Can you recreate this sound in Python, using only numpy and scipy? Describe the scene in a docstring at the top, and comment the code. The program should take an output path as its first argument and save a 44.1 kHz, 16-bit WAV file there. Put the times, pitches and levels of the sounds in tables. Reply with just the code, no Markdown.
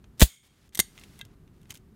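"""A low steady rumble and one faint tick come first, in a small, quiet room; then a revolver is worked by hand.
After a brief slide the hammer falls with a clatter, a thump and a thin shimmer, and the trigger snaps forward.
A slow pull then slides the action, turns the cylinder and locks it with light ticks.
Contacts are decaying noise with frame modes, slides are gated grainy noise, thumps are damped sines.
The shimmer is narrow noise bands, the room a diffuse tail; the recorder's gain ducks after loud blows."""
import sys
import numpy as np
from scipy import signal
from scipy.fft import irfft
from scipy.io import wavfile
from scipy.ndimage import uniform_filter1d

SR = 44100
rng = np.random.default_rng(int(sys.argv[2]) if len(sys.argv) > 2 else 0)


def transcribe(u):
    """Save the signal u as a 16-bit wav file named by the first command-line argument.

    u: samples, shape (n,) or (channels, n), limited to [-1, 1]; the rate is SR.
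    q: integer samples, one column per channel.
    """
    v = np.clip(np.atleast_2d(u).T, -1, 1)
    q = np.round(v * 32767).astype(np.int16)
    wavfile.write(sys.argv[1], SR, q)


N = 85995  # length in samples

# Steady low rumble, spectrum: pitch_hz, level_db
AIR_COLOUR = [(15, -31), (25, 0.5), (108, 0), (206, -3), (317, -12), (394, -10), (516, -24.5),
              (1100, -28.5), (1190, -27), (2000, -33.5), (2610, -36), (5430, -42), (6920, -42.5),
              (14800, -43), (16000, -54.5)]
AIR_DB = -54

# Light ticks of pawl, cylinder stop and sear:
# start_s, level_db, t60_s, tilt_db_per_octave, bass_db (shelf below about 1 kHz)
TICKS = [(0.0425, -52, 0.023, -5, 2), (0.6920, -50, 0.012, 6, 0), (0.7245, -52, 0.016, -6, -2),
         (0.7278, -55, 0.013, 0, 0), (0.9778, -40, 0.0093, -3, -30), (0.9878, -40, .007, -9, -4),
         (0.9965, -46.5, 0.01, 8, -4), (1.0135, -47.5, .012, -2, 4), (1.0368, -44, .022, -1, -29),
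         (1.1840, -59, .012, 7, 12.5), (1.1912, -43.5, .015, 8, 7), (1.1955, -50.5, 0.014, -21, -10),
         (1.2080, -51, 0.013, -10, 4), (1.2128, -40, 0.017, 2.5, 4), (1.2513, -49, .018, 5.5, 14),
         (1.4770, -62, 0.023, -4, 1.5), (1.6160, -57.5, 0.0096, 3, 1), (1.6315, -63, .016, 4, 2),
         (1.6560, -57.5, .016, -8, 6), (1.7035, -46, .015, 6, 3), (1.7055, -32.5, 0.026, 1.5, -1),
         (1.7092, -44, 0.013, 8, 22), (1.7412, -47.5, 0.015, 11, 1), (1.7540, -45, .018, 0, 0),
         (1.7725, -49.5, 0.026, 6, -1.5)]
# Hammer let off, striking and bouncing: columns as for TICKS
HAMMER = [(0.1965, -27, 0.066, 2.94, -7.5), (0.2047, -17, 0.015, 2, -4.5), (0.2070, -14, 0.024, 1.5, -2.5),
          (0.2160, -10, .022, -0.44, -8.5), (0.2212, 1, 0.018, -2, 1.5), (0.2235, -3.5, 0.021, 1, 0),
          (0.2275, 2, 0.053, 2.5, -0.5), (0.2335, -6.5, .11, 4.5, -2)]
# Trigger returning and the lock snapping home: columns as for TICKS
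RESET = [(0.7488, -22.5, 0.0086, 2, -15.5), (0.7532, -22.5, 0.02, -1.3, -16.5),
         (0.7740, -25, 0.029, -0.8, -4), (0.7915, -4.5, 0.013, -0.84, 3), (0.7983, -7.5, 0.014, -0.03, 0),
         (0.8003, -5, 0.021, -0.04, -6)]
# Spectra of the ticks, hammer blows and lock snaps: pitch_hz, level_db
TICK_COLOUR = [(350, -49), (600, -13), (1330, -12.5), (1610, -7.5), (2950, -1.5), (3730, -3), (4520, -12.5),
               (6460, -5.5), (7730, -16), (8270, -8), (10200, -19), (11300, -12.5), (16000, -29)]
HAMMER_COLOUR = [(150, -21.5), (250, -2.5), (319, -7.5), (662, -5), (1160, -15), (1260, -22), (1470, -14),
                 (1980, -10), (2280, -16), (3710, -7), (5440, -17.5), (6820, -11.5), (12800, -19),
                 (15200, -17.5), (16000, -23)]
RESET_COLOUR = [(120, -35.5), (200, -4.5), (696, -8.5), (1300, -19), (2020, -6), (2470, -14), (2700, -12.5),
                (3690, -3), (4680, -10), (6280, -2.5), (7540, -9.5), (9230, 2), (10300, -12), (11500, -2.5),
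                (16000, -16.5)]
# Short resonances of the frame: pitch_hz, level_db (relative), t60_s
FRAME_MODES = [(2089, -5, 0.038), (2748, -8.5, 0.045), (3180, -6, 0.036), (3404, -8, 0.022),
               (3730, -12.5, 0.05), (4580, -11, .045), (6700, -16, 0.034), (6710, -10, 0.066),
               (7393, -13.5, .05), (8450, -11.5, 0.051), (8200, -14.5, 0.06), (9430, -18, 0.051),
               (11720, -16.5, .035)]
FRAME_DB = -6.5

# Spectrum of the room's tail: pitch_hz, level_db
ROOM_COLOUR = [(100, -9), (500, -6), (1500, 0), (4000, 1), (9000, -1), (12000, -6), (16000, -9)]
ROOM_T60_S, ROOM_DB, ROOM_BUILD_S = 0.23, -25, 0.0013

# Steel sliding on steel:
# start_s, length_s (until the fade-out), level_db, tilt_db_per_octave, grain (0-1)
SLIDES = [(0.173, 0.052, -62.5, -.5, .4), (0.427, .05, -52, 0.5, 0.12), (0.47, .21, -59, -1, 0.1),
          (0.727, 0.1, -54.5, 0, 0.2), (0.86, 0.35, -63, 0, 0.1), (0.948, 0.1, -62, 0, 0.1),
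          (1.242, 0.1, -71, -4.5, 0.24), (1.53, 0.17, -74.5, -.5, .6), (1.691, 0.033, -52.5, 0, .5),
          (1.736, 0.034, -56, 1.5, 0.8)]
# Spectrum of the slides and of the wash behind the shimmer: pitch_hz, level_db
SLIDE_COLOUR = [(300, -4), (600, -4), (1000, -3.5), (1600, -3), (2900, -4), (3800, -4), (5000, -5.5),
                (8500, -9), (11000, -10), (16000, -16)]
SLIDE_FADE_S = 0.0071

# Blows and finger movements jolting gun and hand:
# start_s, pitch_hz, level_db (before rise and decay), t60_s
THUMPS = [(0.218, 176, 10, 0.06), (0.2188, 370, -4, 0.012), (0.2205, 479, 2, 0.021), (0.2212, 633, 7, .024),
          (0.2209, 1016, 4, 0.019), (0.2241, 59.07, 23.5, 0.06), (0.675, 62, -34, .09),
          (0.8003, 150, -22.5, 0.039), (0.8005, 413, -29, .025), (0.804, 55, -31, .07)]
THUMP_RISE_S = 0.0068

# Hammer and mainspring ringing on in clusters of close modes: pitch_hz, level_db (relative), t60_s
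SPRING_MODES = [(1150, -9.5, .2), (2200, -9.5, 0.62), (3240, -7.5, 0.63), (3560, -6, 0.46),
                (4300, -7.5, 0.21), (6250, -4.5, 0.27), (6830, -0.5, 0.42), (8600, -3.5, 0.47),
                (9400, -5.5, .26), (10800, 0, 0.17), (11600, -3, 0.17), (13700, -7, .2), (14900, -3.5, 0.2)]
SPRING_S, SPRING_DB = 0.222, -30.5
SPRING_SPREAD = 0.04  # half-width of a cluster at half amplitude, as a fraction of its pitch
WASH_DB, WASH_T60_S = -24, 0.32

# The cylinder ringing as it is let go: pitch_hz, level_db (relative), t60_s
CYLINDER_MODES = [(1620, -4.5, 0.07), (2038, -3, 0.049), (2666, -0.5, 0.033), (3210, -4, 0.044),
                  (3720, 9, 0.017)]
CYLINDER_S, CYLINDER_DB = 1.2128, -39.5

# Recorder: ducking threshold, dB of ducking per dB above it, recovery and detector time constant
DUCK_FROM_DB, DUCK_SHARE, RECOVER_DB_PER_S, DETECT_S = -33.5, 0.58, 25.5, 0.04
LOW_CUT_HZ, TOP_HZ = 20, 15900


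def undb(db):
    """Logarithmic level: 20 dB is a factor of ten in amplitude."""
    return 10 ** (np.asarray(db) / 20)


def unit(x):
    """Normalization of power: scale to rms 1."""
    return x / np.sqrt(np.mean(x ** 2) + 1e-20)


def fade(t, t60):
    """Exponential damping: the amplitude falls by 60 dB in t60 seconds."""
    return np.exp(-np.log(1000) * t / max(t60, 1e-3))


def add(out, start_s, x):
    """Superposition: mix x into out from a given time."""
    i = int(np.clip(round(start_s * SR), 0, N - 1))
    out[i:i + len(x)] += x[:N - i]


def noise(colour, tilt=0, bass_db=0, size=N):
    """Spectral shaping: random phases under a set spectrum give noise, here of rms 1."""
    f = np.maximum(np.fft.rfftfreq(size, 1 / SR), 1)
    hz, db = np.array(colour, float).T
    level_db = np.interp(np.log(f), np.log(hz), db)
    # the tilt turns about 4 kHz and is held level below 1 kHz
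    level_db = level_db + tilt * np.log2(np.maximum(f, 1000) / 4000)
    level_db = level_db + bass_db / (1 + (f / 1000) ** 4)
    # falls away below the lowest point of the spectrum
    gain = undb(level_db) * np.minimum(f / hz[0], 1) ** 2 * (f < TOP_HZ)
    phases = np.exp(2j * np.pi * rng.random(len(f)))
    return unit(irfft(gain * phases, size))


def air():
    """Stationary noise: a low rumble of constant spectrum and level."""
    return undb(AIR_DB) * noise(AIR_COLOUR)


def contacts(table, colour, size=3072):
    """Impact excitation: a dense crack dies in milliseconds and leaves frame modes of the same colour ringing."""
    out, t = np.zeros(N), np.arange(size) / SR
    hz, mode_db, mode_t60 = np.array(FRAME_MODES).T
    modes = np.array([fade(t, t60) * np.exp(2j * np.pi * f * t) for f, t60 in zip(hz, mode_t60)])
    mode_db = FRAME_DB + mode_db + np.interp(hz, *np.array(colour).T)
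    for start_s, level_db, t60, tilt, bass_db in table:
        crack = noise(colour, tilt, bass_db, size=size) * fade(t, t60)
        phases = np.exp(2j * np.pi * rng.random(len(hz)))
        struck = undb(mode_db + tilt * np.log2(hz / 4000)) * phases
        frame_ring = (struck[:, None] * modes).imag.sum(axis=0)
        add(out, start_s, undb(level_db) * (crack + frame_ring))
    return out


def light_ticks():
    """Weak impacts: pawl, cylinder stop and sear tick against their seats."""
    return contacts(TICKS, TICK_COLOUR)


def room(x, size=16384):
    """Reverberation as convolution: each sound is followed by a short, diffuse tail."""
    t = np.arange(size) / SR
    build = 1 - np.exp(-t / ROOM_BUILD_S)
    tail = noise(ROOM_COLOUR, size=size) * fade(t, ROOM_T60_S) * build
    tail = tail / np.sqrt(np.sum(tail ** 2))  # unit energy
    return undb(ROOM_DB) * signal.fftconvolve(x, tail)[:N]


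def slides(size=16384):
    """Friction noise: sliding steel catches irregularly, so its hiss is grainy."""
    out, t = np.zeros(N), np.arange(size) / SR
    for start_s, length_s, level_db, tilt, grain in SLIDES:
        gate = np.clip(np.minimum(t, length_s - t + SLIDE_FADE_S) / SLIDE_FADE_S, 0, 1)
        roughness = unit(uniform_filter1d(rng.standard_normal(size), size=60))
        catches = unit(np.exp(grain * roughness))
        hiss = noise(SLIDE_COLOUR, tilt, size=size)
        add(out, start_s, undb(level_db) * gate * catches * hiss)
    return out


def hammer_fall():
    """Repeated impact: the hammer is let off, strikes and bounces."""
    return contacts(HAMMER, HAMMER_COLOUR)


def thumps():
    """Damped oscillation: the jolted gun and hand make heavily damped low swings."""
    out, t = np.zeros(N), np.arange(N // 8) / SR
    rise = 1 - np.exp(-t / THUMP_RISE_S)
    for start_s, hz, level_db, t60 in THUMPS:
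        swing = np.sin(2 * np.pi * hz * t)
        add(out, start_s, undb(level_db) * rise * fade(t, t60) * swing)
    return out


def spring_shimmer(size=16384):
    """Beating of close modes: clusters shimmer over a wash of weaker, dense ones."""
    out, t = np.zeros(N), np.arange(size) / SR
    f = np.fft.rfftfreq(size, 1 / SR)
    for hz, level_db, t60 in SPRING_MODES:
        phases = np.exp(2j * np.pi * rng.random(len(f)))
        resonance = 1 / (1 + ((f / hz - 1) / SPRING_SPREAD) ** 2)
        cluster = unit(irfft(phases * resonance, size))
        add(out, SPRING_S, undb(SPRING_DB + level_db) * cluster * fade(t, t60))
    wash = noise(SLIDE_COLOUR, tilt=1.9, bass_db=-7.5, size=size)
    add(out, SPRING_S, undb(WASH_DB) * wash * fade(t, WASH_T60_S))
    return out


def trigger_reset():
    """Impact on return: the trigger comes forward and the lock snaps home."""
    return contacts(RESET, RESET_COLOUR)


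def cylinder_clink():
    """Modal ringing: decaying sines at chance phases make the cylinder's short, lower clink."""
    out, t = np.zeros(N), np.arange(N // 8) / SR
    for hz, level_db, t60 in CYLINDER_MODES:
        mode = np.sin(2 * np.pi * (hz * t + rng.random()))
        add(out, CYLINDER_S, undb(CYLINDER_DB + level_db) * fade(t, t60) * mode)
    return out


def scene():
    """Superposition of sources: the steel and its room tail, the thumps and the rumble."""
    steel = light_ticks() + slides() + hammer_fall() + spring_shimmer() + trigger_reset() + cylinder_clink()
    # the thumps swing in the negative direction first and get no room tail
    return (air() + steel + room(steel) - thumps())[None]


def record(dry):
    """Automatic gain control: the gain ducks after loud sounds and recovers slowly; deepest bass and top are cut."""
    t = np.arange(N) / SR
    k = np.exp(-1 / (DETECT_S * SR))
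    heard = signal.lfilter([1 - k], [1, -k], np.abs(dry[0]))
    heard_db = 20 * np.log10(heard + 1e-9)
    wanted_db = DUCK_SHARE * np.maximum(heard_db - DUCK_FROM_DB, 0)
    # a running maximum along a falling line limits how fast the gain recovers
    recovery_db = RECOVER_DB_PER_S * t
    duck_db = np.maximum.accumulate(wanted_db + recovery_db) - recovery_db
    low_cut = signal.butter(1, LOW_CUT_HZ, "high", fs=SR, output="sos")
    ducked = signal.sosfilt(low_cut, dry * undb(-duck_db))
    top_cut = signal.ellip(10, 0.2, 80, TOP_HZ, fs=SR, output="sos")
    return signal.sosfilt(top_cut, np.clip(ducked, -1, 1))


dry = scene()
out = record(dry)
transcribe(out)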